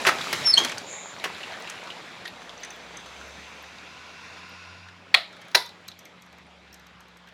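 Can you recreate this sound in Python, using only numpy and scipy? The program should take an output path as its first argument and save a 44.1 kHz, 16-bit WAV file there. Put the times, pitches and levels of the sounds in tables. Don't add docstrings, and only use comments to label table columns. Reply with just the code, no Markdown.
import sys
import numpy as np
from scipy import signal
from scipy.fft import rfft, irfft, next_fast_len
from scipy.io import wavfile
from scipy.ndimage import uniform_filter1d, map_coordinates

SR = 44100
rng = np.random.default_rng(int(sys.argv[2]) if len(sys.argv) > 2 else 0)


def int16_out(signal):
    q = np.round(np.clip(np.atleast_2d(signal).T, -1, 1) * 32767)
    wavfile.write(sys.argv[1], SR, q.astype(np.int16))


def attenuation_scalar(level_db):
    decades = np.asarray(level_db, float) / 20
    return 10 ** decades


N = 323253
TOP_HZ = 15900

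# start in seconds, rms level in dB, rattle length in seconds.
LATCH_BLOWS = [
    (5.1416, -7, 0.0085),
    (5.546, -29.5, 0.0036),
    (5.5482, -9, 0.0097),
]


def unit(x):
    return x / np.sqrt(np.mean(x ** 2) + 1e-20)


def along(points, hz):
    f, v = np.transpose(points)
    return np.interp(np.log(hz + 1), np.log(f + 1), v)


def curves(rows):
    s, *cols = np.transpose(rows)
    t = np.arange(N) / SR
    gate = np.clip(np.minimum(t - s[0], s[-1] - t) / 0.004, 0, 1)
    return [np.interp(t, s, c) for c in cols] + [gate]


def wobble(rate_hz, size=N):
    knots = rng.standard_normal(int(N * rate_hz / SR) + 4)
    return map_coordinates(knots, [np.arange(size) * rate_hz / SR])


def filtered(x, response):
    m = next_fast_len(len(x) + 2048)
    return irfft(rfft(x, m) * response(np.fft.rfftfreq(m, 1 / SR)), m)[:len(x)]


def hump(hz, centre_hz, width_hz):
    return 1j * hz * width_hz / (centre_hz ** 2 - hz ** 2 + 1j * hz * width_hz)


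def dying(t60_points):
    hz, t, z = signal.stft(rng.standard_normal(SR // 3), SR, nperseg=256)
    z = z * attenuation_scalar(-60 * t / along(t60_points, hz)[:, None])
    return signal.istft(z, SR, nperseg=256)[1][:SR // 3]


def place(out, s, sound, wet_db):
    # frequency in Hz, t60 in seconds.
    hall_t60 = [(300, 0.35), (2000, 0.25), (5000, 0.21), (12000, 0.14)]
    tail = dying(hall_t60)
    tail = attenuation_scalar(wet_db) * tail / np.linalg.norm(tail)
    wet = signal.fftconvolve(np.pad(sound, (300, 0)), tail)
    both = np.pad(sound, (0, len(wet) - len(sound))) + wet
    return out + np.pad(both, (round(s * SR), N))[:N]


def shower(spectrum, patchy_db, drops_per_s, spread_db, share):
    z = signal.stft(rng.standard_normal(N + 512), nperseg=512)[2]
    field = uniform_filter1d(rng.standard_normal(z.shape), size=6, axis=0)
    field = uniform_filter1d(field, size=10, axis=1)
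    wash = signal.istft(z * attenuation_scalar(patchy_db * unit(field)), nperseg=512)[1][:N]
    hits = (rng.random(N) < drops_per_s / SR) * rng.standard_normal(N)
    hits = hits * attenuation_scalar(spread_db * np.minimum(rng.exponential(size=N), 3))
    return unit(filtered(unit(wash) + share * unit(hits),
                         lambda hz: attenuation_scalar(along(spectrum, hz)) * (hz < TOP_HZ)))


def splashes(count):
    draw, k = rng.random((count, 3)), np.arange(600)
    hz = 900 * 5 ** draw[:, 1:2]
    size_db = 20 * draw[:, 2:] ** 3
    grain = attenuation_scalar(size_db - 60 * k * hz / SR / 16) * np.sin(2 * np.pi * hz * k / SR)
    at = (draw[:, :1] * N).astype(int) + k
    return unit(np.bincount(at.ravel(), grain.ravel(), N + len(k))[:N])


def rain():
    # frequency in Hz, density in dB per Hz.
    patter_spectrum = [(150, -21.5), (250, -4.5), (375, -3), (469, -1), (770, 1), (1470, -1.5), (2410, -1),
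                       (2840, -5.5), (3400, -4), (9000, -33.5), (11700, -51.5), (19800, -120)]
    drum_spectrum = [(24, -42.5), (40, -14.5), (70, -16), (88, -4), (167, -2), (199, 0.5), (500, -12.5),
                     (650, -31.5), (1100, -120)]
    spray_spectrum = [(2060, -28.5), (3500, -6), (3870, 2), (4260, -3), (4740, -3.5), (5380, -6),
                      (6510, -8), (7440, -7.5), (8130, -16.5), (10100, -16.5), (15100, -26.5), (15900, -27)]
    # time in seconds, level in dB.
    gap_level = [(0.0, -33), (0.14, -33.5), (0.41, -31.5), (0.53, -36), (0.61, -31.5), (0.73, -37),
                 (1.0, -44.5), (1.24, -40), (1.41, -39), (1.86, -40.5), (2.33, -43.5), (3.23, -44.5),
                 (4.41, -47.5), (4.9, -52.5), (5.25, -47.5), (6.5, -52), (6.98, -51.5), (7.33, -53)]
    # time in seconds, share from 0 to 1.
    screening = [(0, 0), (2.8, 0.6), (3.6, 0.54), (5, 0.5), (7.33, 0.99)]

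    gap_db = curves(gap_level)[0]
    below_wide_db = gap_db + 32
    screened = curves(screening)[0]
    gust = wobble(1.995)
    patter = attenuation_scalar(gap_db - 1.65 + 0.45 * gust) * shower(
        patter_spectrum, patchy_db=2.5, drops_per_s=1500, spread_db=3.0, share=0.39)
    drum = attenuation_scalar(-50 + 0.67 * below_wide_db + 0.46 * wobble(5.1)) * shower(
        drum_spectrum, patchy_db=3.0, drops_per_s=390, spread_db=4.5, share=0.34)
    spray = attenuation_scalar(-39.5 + 1.515 * below_wide_db + 0.5 * gust) * shower(
        spray_spectrum, patchy_db=1.3, drops_per_s=2600, spread_db=9.5, share=0.27)
    finest = filtered(spray, lambda hz: 1 / (1 + (11500 / (hz + 1)) ** 8))
    near = attenuation_scalar(gap_db - 8.0) * (1 - screened) * splashes(count=900)
    return near + patter + drum + spray - screened * finest


def mains_hum():
    # frequency in Hz, level in dB.
    hum_tones = [(177.6, -62.5)]
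    t = np.arange(N) / SR
    return sum(attenuation_scalar(db + 3.5 + 0.9 * wobble(1.5)) * np.sin(2 * np.pi * hz * t + 0.3 * wobble(8))
               for hz, db in hum_tones)


def thumps():
    # start in seconds, peak in dB, frequency in Hz.
    thump_events = [(0.016, -38, 230), (0.09, -37.5, 140), (.15, -43, 240), (.328, -36, 350),
                    (.368, -41, 110), (.52, -48, 105), (.65, -30, 254), (.575, -42, 260), (.61, -30, 340),
                    (0.746, -45, 110), (0.197, -49.5, 137), (0.341, -38, 150), (0.419, -37, 135),
                    (0.468, -45, 110), (0.59, -45, 170), (0.691, -44, 161), (1.019, -52, 176),
                    (1.259, -51, 167)]
    out, t = np.zeros(N), np.arange(SR // 5) / SR
    for s, db, hz in thump_events:
        shape = attenuation_scalar(db + 5.0 - 60 * t / 0.11) * (1 - np.exp(-t / 0.0066))
        out = place(out, s - 0.005, shape * np.sin(2 * np.pi * hz * t), -8.0)
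    return out


def door_frame():
    # start in seconds, peak in dB, bright part in dB, thud in dB, centre in Hz.
    knocks = [(.017, -26, -25, -6, 1200), (.051, -12, -36, -18, 1690), (.057, -16.5, -34, -14, 1320),
              (.063, -12.5, -31, -14, 1800), (.068, -4, -12.5, -10, 2000), (.074, -5.5, -20, -25, 1780),
              (.086, -9, -12, -20, 1820), (.092, -10.5, -19.5, -15, 1290), (.102, -21, -30.5, -8, 1400),
              (.329, -11.5, -3.5, -16, 2170), (.577, -14, -7.5, -32, 6450), (.586, -14.5, -14, -29.5, 6700),
              (.599, -18.5, -26, -17, 948), (.614, -21.5, -30.5, -1, 800), (.648, -16, -10, -13, 2030),
              (1.241, -13.5, -14, -21, 2200), (1.254, -20.5, -25.5, -4, 1460)]
    # frequency in Hz, density in dB per Hz.
    frame_spectrum = [(150, -45), (250, -22), (618, -0.5), (2090, -6.5), (4650, -7.5), (5830, -10),
                      (8260, -19), (11500, -21.5), (16000, -33.5)]
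    rattle_s = 0.0049

    def bright_modes(hz):
        high = hump(hz, 10500, 1500) ** 2 + hump(hz, 12800, 1300) ** 2
        return high + 0.6 * hump(hz, 15000, 1460) ** 2 + 0.43 * hump(hz, 8000, 6000) ** 2

    out, t = np.zeros(N), np.arange(SR // 8) / SR
    shape = (1 - np.exp(-t / 0.0001)) * attenuation_scalar(-60 * np.maximum(t - rattle_s, 0) / 0.043)
    for s, db, bright_db, thud_db, centre_hz in knocks:
        noise = rng.standard_normal((3, len(t)))
        floor = attenuation_scalar(-3.5 + 0.34 * bright_db)
        clack = unit(filtered(noise[0], lambda hz: attenuation_scalar(along(frame_spectrum, hz)) * (
            floor + np.abs(hump(hz, centre_hz, 1100)) ** 2)))
        thud = unit(filtered(noise[1], lambda hz: hump(hz, 400, 460) ** 3))
        bright = unit(filtered(noise[2], bright_modes))
        crack = attenuation_scalar(bright_db - 44 * np.minimum(t / 0.013, 1))
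        blow = clack + attenuation_scalar(thud_db) * thud + crack * bright
        out = place(out, s - 0.0005, attenuation_scalar(db - 9.5) * shape * blow, -8.5)
    return out


def pips():
    # start in seconds, peak in dB, frequency in Hz.
    pip_events = [(.017, -35, 9590), (.045, -29, 7300), (1.187, -38, 5700), (1.6, -47, 15000),
                  (1.694, -51, 11500), (2.272, -40, 10800), (2.606, -52, 14700), (2.727, -52, 15000),
                  (2.76, -54, 13500), (3.28, -55, 11800), (6.465, -60, 9420), (2.257, -28.5, 1860),
                  (2.281, -45, 11400), (2.494, -32, 3420), (2.577, -36, 6000), (2.635, -25, 6020),
                  (2.704, -30, 6080), (2.971, -30, 6180), (3.625, -48, 13100), (4.49, -53, 13400),
                  (5.69, -41, 4000), (5.885, -31, 4000), (5.92, -38, 3900), (6.728, -41, 5480),
                  (6.727, -55, 15000)]
    out, t = np.zeros(N), np.arange(SR // 5) / SR
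    for s, db, hz in pip_events:
        pair = np.sin(2 * np.pi * hz * t) + 0.39 * np.sin(2 * np.pi * 1.06 * hz * t)
        out = place(out, s, attenuation_scalar(db - 60 * t / 0.023) * (1 - np.exp(-t / 0.00076)) * pair, -13)
    return out


def tick(out, s, db, metal_db, top_db, centre_hz, top_hz, lag_s=0):
    t = np.arange(SR // 25) / SR
    burst = rng.standard_normal((3, len(t))) * (1 - np.exp(-t / 0.0006)) * attenuation_scalar(-60 * t / 0.021)
    drag = attenuation_scalar(2020 * t * (centre_hz < 3100))
    body = unit(filtered(burst[0] * drag, lambda hz: (
        hump(hz, centre_hz, 700) ** 2 + 0.35 * hump(hz, 3000, 3000) ** 3)))
    metal = unit(filtered(burst[1], lambda hz: (
        hump(hz, 6160, 1500) ** 2 + 0.5 * hump(hz, 7800, 1000) ** 2 + 0.27 * hump(hz, 9800, 1500) ** 2)))
    top = unit(filtered(burst[2], lambda hz: (
        hump(hz, top_hz, 830) * hump(hz, top_hz, 2500) ** 2 + 0.3 * hump(hz, 14700, 900) ** 2)))
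    late = np.roll(body + attenuation_scalar(metal_db) * metal, round(lag_s * SR))
    return place(out, s - 0.0007, attenuation_scalar(db - 16.5) * (late + attenuation_scalar(top_db) * top), -13)


def drips_and_settling():
    # start in seconds, peak in dB, metal part in dB, body frequency in Hz.
    drips = [(0.2129, -22, -18, 3450), (0.469, -20.5, -6, 1490), (0.637, -27, -3, 4170),
             (0.648, -19, -2, 4300), (0.6844, -32, -8, 4580), (0.695, -21, -9, 2230),
             (0.718, -23.5, -7, 1540), (0.774, -27, -20, 1500), (0.781, -26, -1, 4600),
             (1.1982, -31, -17, 3770), (1.347, -32, -25, 3560), (1.431, -23.5, -32, 2750),
             (1.622, -40, 0, 4000), (1.751, -35, -25, 2190), (1.837, -46, 3, 4200), (1.872, -30, -25, 1230),
             (1.6736, -25, -29, 2740), (1.6987, -30, 1.5, 1860), (1.902, -25, -29, 2920),
             (2.254, -24, -22, 1820), (2.2782, -28, -28, 3730), (2.419, -33, -23, 1400),
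             (2.494, -33.5, -17, 3600), (2.6323, -27.5, -11.5, 2010), (2.6483, -36, 1.5, 1850),
             (2.752, -37.5, -25, 1190), (2.908, -40, -25, 1120), (3.002, -49, 2, 1500),
             (3.212, -32, -18, 1480), (2.705, -37, -4, 1860), (2.97, -42.5, 6, 1160),
             (3.0611, -32.5, -14, 1320), (3.6362, -35.5, -30, 1850), (3.7843, -35.5, -25, 3850),
             (4.8858, -36, -32, 1660)]
    settling = [(5.326, -39, -16, 1470), (5.3642, -39, -15, 1520), (5.414, -37.5, -9.5, 1950),
                (5.449, -43, -16, 2500), (5.481, -39, -10, 1450), (5.5135, -43, -4, 4040),
                (5.659, -40, 0, 1426), (5.689, -37, -14, 4020), (5.8791, -38.5, 3, 1400),
                (5.883, -32.5, -6.5, 4030), (5.914, -38, -30, 3450), (5.989, -47.5, 7, 1380),
                (6.0516, -37, -5, 2290), (6.2193, -48.5, 2, 3320), (6.261, -52.5, -4, 1200),
                (6.3253, -43, -11.5, 2380), (6.3814, -47, -8, 2310), (6.727, -47, -1, 1733),
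                (6.7404, -44.5, 3, 1700), (6.7944, -46, -6, 1066), (6.8657, -45.5, -5, 2400),
                (7.0034, -51, 1.5, 1650), (7.0804, -50, -5.5, 2390), (7.1687, -51, -0.5, 1380),
                (7.2704, -40.5, -16, 1736), (7.2844, -46, -9, 3000)]
    home_s = LATCH_BLOWS[-1][0]
    out = np.zeros(N)
    for s, db, metal_db, hz in drips:
        out = tick(out, s, db, metal_db, -42, hz, 11200)
    for s, db, metal_db, hz in settling:
        top_hz = 12700 if s > home_s else 10900
        out = tick(out, s, db, metal_db, metal_db - 7, hz, top_hz, lag_s=0.0024)
    return out


def hinge():
    # time in seconds, frequency in Hz, level in dB.
    squeal_modes = [
        [(.425, 5510, -62.5), (.462, 5410, -20), (.509, 5270, -17.5), (.519, 5050, -27.5), (.523, 4650, -31),
         (.535, 4620, -33), (.539, 4330, -10), (.553, 4230, -36), (.582, 4300, -37.5)],
        [(.566, 3290, -32.5), (.574, 3044, -29), (.58, 3252, -20.5), (.598, 3293, -34.5), (.69, 3320, -43)],
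    ]
    # time in seconds, swell in dB, half length in seconds.
    slips = [(.5155, 7, .0015), (0.519, -13.5, 0.0027), (0.534, 12, 0.0017), (0.535, -10.5, .001),
             (0.5428, 7.5, 0.0028), (0.5457, -14, 0.00075), (0.548, 8, .0018), (.5128, -9, .001),
             (.563, -8, .003), (0.568, 7, .004), (.575, 15, 0.0013), (0.582, 11, 0.004)]
    # second harmonic in dB, third harmonic in dB.
    overtones = [
        (-14, -31.5),
        (-10, -39),
    ]
    largest_swing = 0.58

    t = np.arange(N) / SR
    grips_db = sum(db * np.exp(-((t - s) / half_s) ** 2) for s, db, half_s in slips)
    loose = np.clip((t - 0.51) / 0.0075, 0.05, 1)
    size = attenuation_scalar(grips_db + 3.1 * loose * wobble(250.9) + 4.5)
    drift = 1 + 0.011 * loose * wobble(300)
    out = np.zeros(N)
    for rows, (second_db, third_db) in zip(squeal_modes, overtones):
        hz, db, gate = curves(rows)
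        swing = largest_swing * np.tanh(size * attenuation_scalar(db) / largest_swing)
        phase = 2 * np.pi * np.cumsum(hz * drift) / SR
        harmonics = attenuation_scalar(second_db) * np.sin(2 * phase) + attenuation_scalar(third_db) * np.sin(3 * phase)
        out += gate * (swing * np.sin(phase) + swing ** 1.65 * harmonics)
    return place(np.zeros(N), 0, out[:SR], -12)


def closer():
    # time in seconds, level in dB.
    intake_level = [(.78, -64), (.86, -54), (.9, -41.5), (.97, -40.5), (1.01, -44), (1.06, -45.5),
                    (1.112, -47), (1.156, -59)]
    sigh_level = [(2.3, -68), (2.9, -55.5), (3.5, -52), (4, -49), (4.4, -46), (4.7, -47.5), (4.88, -52),
                  (5.1, -67)]
    leak_level = [(2.4, -59), (2.6, -68), (3.2, -56), (3.9, -64.5), (4.4, -63)]
    # centre in Hz, width in Hz, level in dB.
    valve_modes = [(1014, 14, 2), (1436, 44, 2.5), (2310, 390, -4.5), (2740, 93, 1.5), (3450, 90, -10.5),
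                   (3850, 270, -8.5), (4416, 62, -6.5), (4960, 100, -7.5), (5710, 60, -9.5),
                   (6640, 140, -16)]
    barrel_modes = [(595, 250, -2), (2270, 320, -3), (3700, 400, -9)]
    # frequency in Hz, density in dB per Hz.
    nozzle_spectrum = [(3410, -51), (5800, -26), (6630, -3), (7070, 0.5), (7530, -9), (7750, -30),
                       (8200, -22), (10700, -40), (18000, -120)]

    def valve(hz):
        tube = sum((-1) ** k * attenuation_scalar(db) * hump(hz, centre_hz, 2.0 * width_hz + 25)
                   for k, (centre_hz, width_hz, db) in enumerate(valve_modes))
        return (tube + attenuation_scalar(-35.0) * hump(hz, 10700, 3000)) / (1 + (hz / 12800) ** 12)

    air = rng.standard_normal((3, N))
    sigh = attenuation_scalar(curves(sigh_level)[0]) * unit(filtered(air[0], valve))
    leak_db, leak_gate = curves(leak_level)
    whistle = unit(filtered(air[1], lambda hz: hump(hz, 6180, 250) + 0.24 * hump(hz, 7200, 440)))
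    leak = leak_gate * attenuation_scalar(leak_db - 1.5) * whistle
    intake_db, intake_gate = curves(intake_level)
    barrel = unit(filtered(wobble(15000), lambda hz: sum(
        attenuation_scalar(db) * hump(hz, centre_hz, width_hz) ** 2 for centre_hz, width_hz, db in barrel_modes)))
    nozzle = unit(filtered(air[2], lambda hz: attenuation_scalar(along(nozzle_spectrum, hz))))
    intake = intake_gate * attenuation_scalar(intake_db + 1.0 * wobble(41.1)) * (nozzle + attenuation_scalar(-5) * barrel)
    return sigh + leak + intake


def far_engine():
    # time in seconds, frequency in Hz, level in dB.
    engine_glide = [(1.8, 52.1, -83), (2.6, 59.8, -69), (3.31, 70.8, -58), (3.69, 73.3, -67),
                    (4.3, 83.3, -64), (4.8, 91.3, -56), (5.4, 95.5, -75.5), (5.96, 88.8, -65.5),
                    (6.1, 82.4, -81), (6.33, 75.4, -69), (6.71, 69.3, -64.5), (7.33, 68.0, -71)]
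    hz, db, gate = curves(engine_glide)
    return gate * attenuation_scalar(db + 5.5 + 1.66 * wobble(20)) * np.sin(2 * np.pi * np.cumsum(hz) / SR)


def latch():
    # frequency in Hz, density in dB per Hz.
    blow_spectra = [
        [(120, -64), (200, -42.5), (558, -22.5), (1160, -9), (1560, -32.5), (1770, 1), (2610, 2.5), (2860, -11),
         (4270, -0.5), (5040, -20.5), (16000, -38)],
        [(120, -62), (200, -52), (529, -22), (1250, -6.5), (1590, -2.5), (2610, -7.5), (3310, -12.5),
         (3970, 0.5), (4770, -11), (5420, -6), (8120, -28.5), (10100, -19.5), (16000, -29.5)],
    ]
    buzz_spectra = [
        [(120, -52), (200, -30), (401, -14.5), (709, 3.5), (950, -13.5), (1300, -0.5), (1680, -8.5),
         (1840, 1.5), (2420, -5), (2610, -6), (4040, -1.5), (6050, -25.5), (9580, -28), (16000, -42.5)],
        [(120, -37), (200, -12), (305, -18.5), (366, -8.5), (647, -2), (763, -1.5), (836, -4), (1250, -5.5),
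         (1980, -4), (2800, -14.5), (3490, -11), (4600, -5), (7680, -23), (10300, -16.5), (16000, -32)],
    ]
    # frequency in Hz, t60 in seconds.
    buzz_t60 = [(300, 0.21), (1500, 0.2), (4000, 0.29), (7000, 0.21), (14000, 0.24)]
    # frequency in Hz, level in dB, lag in seconds, hold in seconds.
    shaken_modes = [
        [(1093, -22.5, 0.0037, .009), (1850, -14, 0.00062, 0.0077), (2290, -10, 0, .008), (2625, -9.5, 0, .009),
         (3308, -10.5, 0.0015, .008), (3900, -11.5, 0.00069, 0.00818), (4284, -8, 0.0012, 0.0077)],
        [(619, -19, 0.0055, 0.0068), (1553, -11.5, 0.0051, 0.00576), (2627, -13, .001, 0.00397),
         (4050, -6.5, 0.0012, .005), (4050, -11, .008, 0.0031), (5287, -8, 0.0013, .004),
         (5670, -14.5, 0.000998, 0.0036)],
    ]
    # frequency in Hz, level in dB, t60 in seconds (held to 0.2-0.3 after meeting,
    # 0.28-0.3 after going home).
    ring_modes = [
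        [(700, -6.5, 0.22), (1314, -2, 0.095), (1800, -8.5, 0.24), (2250, -9.5, 0.22), (2640, -5, 0.2),
         (2850, -6.5, 0.2), (3241, -10.5, 0.3), (3410, -3, 0.18), (3510, -15, 0.54), (3500, -3, 0.2),
         (3900, -10, 0.3), (4060, -7, 0.4), (4150, -10, 0.41), (4490, -18.5, 0.41)],
        [(384, -11, 0.41), (955, -1, 0.21), (1437, -8.5, 0.38), (1582, -14, 0.47), (1998, -5, 0.2),
         (2628, -17, 0.46), (2939, -20, 5.0), (3584, 0.5, 0.22), (3935, 0.5, 0.18), (4120, -5, 0.25),
         (4700, -10.5, 0.68), (5050, -12.5, 0.26), (5310, -10, 0.38), (5710, -15, 0.27)],
    ]

    out, t = np.zeros(N + SR), np.arange(SR // 3) / SR

    def tone(hz):
        return np.sin(2 * np.pi * (hz * t + rng.random()))

    for (s, db, rattle_s), k in zip(LATCH_BLOWS, (0, 1, 1)):
        blow = unit(filtered(rng.standard_normal(len(t)), lambda hz: attenuation_scalar(along(blow_spectra[k], hz))))
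        blow *= attenuation_scalar(-250 * t - 60 * np.maximum(t - rattle_s, 0) / 0.012)
        blow /= np.sqrt(np.mean(blow[t < rattle_s] ** 2))
        shaken = np.zeros(len(t))
        for hz, mode_db, lag_s, hold_s in shaken_modes[k]:
            fall_db = 60 * np.maximum(t - lag_s - hold_s, 0) / 0.008
            shaken += attenuation_scalar(mode_db + 3.0 - fall_db) * np.clip((t - lag_s) / 0.0012, 0, 1) * tone(hz)
        buzz = unit(filtered(dying(buzz_t60), lambda hz: attenuation_scalar(along(buzz_spectra[k], hz)) * (hz < TOP_HZ)))
        ring = np.zeros(len(t))
        for hz, mode_db, t60_s in ring_modes[k]:
            fall_db = 60 * t / np.clip(t60_s, 0.2 + 0.08 * k, 0.3)
            ring += attenuation_scalar(mode_db - fall_db) * (1.1 + wobble(160, size=len(t))) * tone(hz)
        hard = db > -20
        sound = attenuation_scalar(-3.0) * blow + hard * shaken + attenuation_scalar(-25) * buzz + attenuation_scalar((-21, -18)[k]) * ring
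        out[round(s * SR):][:len(t)] += attenuation_scalar(db) * (1 - np.exp(-t / 0.00033)) * sound
    return filtered(out[:N], lambda hz: 1 / (1 + (200 / (hz + 1)) ** 4))


def microphone_hiss():
    noise = rng.standard_normal(N)
    return attenuation_scalar(-89) * unit(filtered(noise, lambda hz: (hz > 8000) / (1 + (hz / 14600) ** 40)))


def scene():
    rest = rain() + mains_hum() + thumps() + door_frame() + pips() + drips_and_settling()
    rest = rest + hinge() + closer() + far_engine() + microphone_hiss()
    return (latch() + filtered(rest, lambda hz: hz < TOP_HZ))[None]


def low_pass(x):
    return signal.sosfilt(signal.butter(12, 16680, fs=SR, output="sos"), x)


def record(dry):
    heard = filtered(dry[0], lambda hz: (hz < 1.05 * TOP_HZ) / (1 + (44 / (hz + 1)) ** 6))[None]
    return low_pass(heard / (1 + np.abs(heard) ** 8) ** (1 / 8))


dry = scene()
out = record(dry)
int16_out(out)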